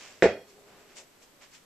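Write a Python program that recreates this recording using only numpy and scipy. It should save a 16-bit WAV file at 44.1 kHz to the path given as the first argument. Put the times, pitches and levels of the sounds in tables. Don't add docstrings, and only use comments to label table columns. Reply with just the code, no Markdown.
import sys
import numpy as np
from scipy import signal
from scipy.fft import rfft, irfft
from scipy.io import wavfile
from scipy.ndimage import uniform_filter1d

SR = 44100
rng = np.random.default_rng(int(sys.argv[2]) if len(sys.argv) > 2 else 0)


def wav_record(signal):
    frames = np.transpose(np.atleast_2d(signal))
    bounded = np.clip(frames, -1, 1)
    quanta = np.round(bounded * 32767).astype(np.int16)
    wavfile.write(sys.argv[1], SR, quanta)


N = 72765
TIME = np.arange(N) / SR
BIN_HZ = np.fft.rfftfreq(2 * N, 1 / SR)


def amp(db):
    return 10 ** (np.asarray(db) / 20)


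def unit_rms(x):
    return x / np.sqrt(np.mean(x ** 2) + 1e-20)


def curve_at(points, hz):
    freq_hz, value = np.transpose(points)
    return np.interp(np.log(hz + 1), np.log(freq_hz + 1), value)


def pan(pan_db):
    return amp([[pan_db / 2], [-pan_db / 2]])


def delayed(x, delay_s):
    return irfft(rfft(x, 2 * N) * np.exp(-2j * np.pi * BIN_HZ * delay_s))[..., :N]


def noise(colour, correlation, tilt_db_per_octave=0, pivot_hz=3000):
    mid, side = rfft(rng.standard_normal((2, 2 * N)))
    alike = np.clip(curve_at(correlation, BIN_HZ), -1, 1)
    spectrum = mid * np.sqrt(1 + alike) + np.array([[1], [-1]]) * side * np.sqrt(1 - alike)
    octaves = np.log2(np.maximum(BIN_HZ, 300) / pivot_hz)
    eq = amp(curve_at(colour, BIN_HZ) + tilt_db_per_octave * octaves)
    return unit_rms(irfft(spectrum * eq)[:, :N])


def pulse(colour, size=8192):
    log_gain = np.log(amp(curve_at(colour, abs(np.fft.fftfreq(size, 1 / SR)))))
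    spectrum = np.exp(np.conj(signal.hilbert(log_gain)))
    hit = np.fft.ifft(spectrum).real[:size // 2]
    return hit / np.linalg.norm(hit)


def swell(peak_s, rise_s, fall_s):
    attack = np.exp(-.5 * (np.minimum(TIME - peak_s, 0) / rise_s) ** 2)
    return attack / np.cosh(np.clip(1.47 * (TIME - peak_s) / fall_s, 0, 20))


def wavering(pitch_hz, width_hz):
    drift = np.cumsum(rng.standard_normal(N)) * np.sqrt(2 * np.pi * width_hz / SR)
    return unit_rms(np.sin(2 * np.pi * pitch_hz * TIME + drift))


def ring(pitch_hz, level_db, t60_s, rise_s):
    attack = np.minimum(TIME / rise_s, 1) ** 2
    decay = amp(level_db - 60 * np.maximum(TIME - rise_s, 0) / t60_s)
    return attack * decay * np.sin(2 * np.pi * (pitch_hz * TIME + rng.random()))


# freq_hz, gain_db
BED_COLOUR = [(20, 5), (60, -1.5), (120, 2.5), (240, 7), (550, 3), (1000, 1), (3500, -4), (7000, -6.5),
              (7950, -2.5), (8400, -11), (14000, -11.5)]
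# freq_hz, correlation
BED_IMAGE = [(100, 0.74), (600, 0.3), (2000, 0.25), (5000, .05)]


def background(bed_db=-59.5, whine_db=-79):
    whine = wavering(pitch_hz=11810, width_hz=12)
    return amp(bed_db) * noise(BED_COLOUR, BED_IMAGE) + amp(whine_db) * whine


# peak_s, rise_s, fall_s, level_db, pitch_hz
HUM_SWELLS = [(0.521, 0.067, 0.4, -61.5, 404.6), (1.39, .05, 0.13, -69, 558)]


def hums():
    return sum(amp(level_db) * swell(*timing) * wavering(pitch_hz, width_hz=14)
               for *timing, level_db, pitch_hz in HUM_SWELLS)


# freq_hz, gain_db
FOOT_COLOUR = [(30, -19.5), (130, -13), (300, -4.5), (410, -3), (600, 2), (1000, -11), (2500, -31)]
# peak_s, rise_s, fall_s, level_db
FOOT_MOVES = [(.05, 0.14, 0.25, -61.5), (.585, 0.031, 0.055, -61), (0.769, 0.083, 0.11, -61),
              (1.0, 0.037, 0.034, -59), (1.23, 0.032, 0.028, -65)]


def feet():
    envelope = sum(amp(level_db) * swell(*timing) for *timing, level_db in FOOT_MOVES)
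    return noise(FOOT_COLOUR, ROOM_IMAGE) * envelope


# freq_hz, gain_db
CLOTH_COLOUR = [(100, -14), (500, -7), (800, -3.5), (1300, -2), (2500, 1.5), (4000, -5), (6000, -2.5),
                (7400, -5.5), (8500, -11.5), (13000, -40)]
# freq_hz, correlation
CLOTH_IMAGE = [(300, 0.85), (1200, 0.95), (2500, 0.55), (5000, 0.22)]
# peak_s, rise_s, fall_s, level_db, tilt_db_per_octave, pan_db
CLOTH_STROKES = [(0.021, .06, 0.12, -48.5, 0, -1.5), (.5, 0.017, 0.038, -60.5, 3, -1),
                 (.605, 0.018, 0.016, -68.5, 9, 3), (.715, 0.046, 0.18, -59, -4.5, 0.5),
                 (.82, 0.028, 0.026, -66, 3, 0), (0.914, 0.027, 0.051, -58.5, -2.5, 0.5),
                 (.978, 0.013, 0.036, -47, 3.5, 2), (1.23, 0.0089, 0.025, -57, 3.5, 0),
                 (1.43, 0.014, 0.035, -52.5, -0.7, -1.5), (1.552, 0.024, 0.031, -53.5, 2.5, 0.5)]


def clothes(grain_db=1.0):
    strokes = np.zeros((2, N))
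    for *timing, level_db, tilt_db_per_octave, pan_db in CLOTH_STROKES:
        rub = noise(CLOTH_COLOUR, CLOTH_IMAGE, tilt_db_per_octave)
        strokes += amp(level_db) * pan(pan_db) * swell(*timing) * rub
    grain = unit_rms(uniform_filter1d(rng.standard_normal(N), size=90))
    return strokes * amp(grain_db * grain)


# freq_hz, gain_db
ROOM_COLOUR = [(25, -34), (80, -20), (200, -10.5), (290, -11), (420, -1), (680, -3), (800, -10),
               (1050, -20), (1400, -14), (1850, -9), (2400, -13), (3000, -21.5), (4500, -26), (7400, -28),
               (9500, -46), (14000, -64)]
# freq_hz, t60_s
ROOM_DECAY = [(80, 0.33), (250, 0.35), (550, 0.34), (1000, 0.3), (2200, .28), (5000, .28), (9000, 0.17)]
# freq_hz, correlation
ROOM_IMAGE = [(100, 0.94), (550, .97), (1100, 0.79), (2000, 0.58), (4000, 0.055), (8000, 0)]
# pitch_hz, level_db, t60_s, rise_s
ROOM_MODES = [(80.15, -37, .2, .04), (184.7, -35, .23, .012), (399.8, -29.5, .28, 0.049),
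              (492, -30, .24, .05), (568.7, -31, .27, .055), (657, -34.5, .23, .05)]


def room(tail_db=-20.5, build_s=0.0028, hold_s=0.015):
    hz, frame_s, spectrum = signal.stft(noise(ROOM_COLOUR, ROOM_IMAGE), SR, nperseg=512)
    decay = amp(-60 * np.maximum(frame_s - hold_s, 0) / curve_at(ROOM_DECAY, hz)[:, None])
    tail = signal.istft(spectrum * decay, SR, nperseg=512)[1][:, :N]
    attack = 1 - np.exp(-TIME / build_s)
    standing_waves = sum(ring(*mode) for mode in ROOM_MODES)
    return pan(-1.65) * (amp(tail_db) * attack * tail + standing_waves)


# pitch_hz, level_db, t60_s
BALL_MODES = [(862, -45, .33), (1540, -46, .33), (1950, -42, .3), (2462, -39, .4), (3275, -47.5, .5),
              (4320, -59, 1.0), (5265, -58, .54), (5600, -58.5, .64)]


def ball_ping(partials=6, split_hz=24):
    ping = np.zeros((2, N))
    for pitch_hz, level_db, t60_s in BALL_MODES:
        for offset_hz in np.linspace(-split_hz, split_hz, partials):
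            placement = pan(rng.normal() * 5)
            partial_hz = pitch_hz + offset_hz + rng.normal() * 5
            ping += placement * ring(partial_hz, level_db, t60_s, rise_s=.03)
    return ping / np.sqrt(partials)


# freq_hz, gain_db
THUMP_COLOUR = [(25, -29), (80, -26.5), (250, -14), (380, -3.5), (500, -0.5), (680, -13), (1000, -26),
                (2500, -55.5), (8000, -80)]
# freq_hz, gain_db
SLAP_COLOUR = [(200, -33), (1000, -16.5), (1750, 2), (2350, -8), (2900, -23.5), (3650, -15), (4700, -32.5),
               (7500, -33.5), (10000, -53.5), (15000, -71)]
# delay_s, thump_gain_db, slap_gain_db, pan_db
REFLECTIONS = [(.0055, 3.5, -17.5, -1), (0.0174, 1, -11, -3.5), (0.0217, -5, -16.5, 1),
               (0.0258, -7.5, -18.5, 0.5), (0.0324, 3, -16.5, 0.5), (.035, -5, -20, -2.5),
               (0.0373, -5, -20, -0.5), (0.0398, -4.5, -26, -3.5)]


def ball_impact(thump_db=8, slap_db=5.5, slap_lag_s=0.00025):
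    thump = -amp(thump_db) * pulse(THUMP_COLOUR)
    slap = -amp(slap_db) * pulse(SLAP_COLOUR)
    hit = pan(0) * (delayed(thump, 0) + delayed(slap, slap_lag_s))
    for delay_s, thump_gain_db, slap_gain_db, pan_db in REFLECTIONS:
        reflection = amp(thump_gain_db) * thump + amp(slap_gain_db) * slap
        hit += pan(pan_db) * delayed(reflection, delay_s)
    return hit


def scene(bounce_s=0.2234):
    bounce = ball_impact() + room() + ball_ping()
    return delayed(bounce, bounce_s) + clothes() + feet() + hums()


# freq_hz, left_db, right_db
PORT_EQ = [(2000, 0, 0), (2872, -0.9, 1), (3670, 0.5, .5), (5490, -3.5, 2.5), (6070, -1.5, 0.5),
           (7430, 5.5, -6), (8100, 0.5, -10), (9430, 3.5, -6.5), (12000, -0.5, -5)]


def record(dry, cutoff_hz=14200):
    freq_hz, left_db, right_db = np.transpose(PORT_EQ)
    eq = amp([np.interp(BIN_HZ, freq_hz, left_db), np.interp(BIN_HZ, freq_hz, right_db)])
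    mix = irfft(rfft(dry, 2 * N) * eq)[:, :N] + background()
    high_cut = signal.firwin(511, cutoff_hz, window=("kaiser", 9), fs=SR)
    return signal.oaconvolve(mix, high_cut[None], "same")


dry = scene()
out = record(dry)
wav_record(out)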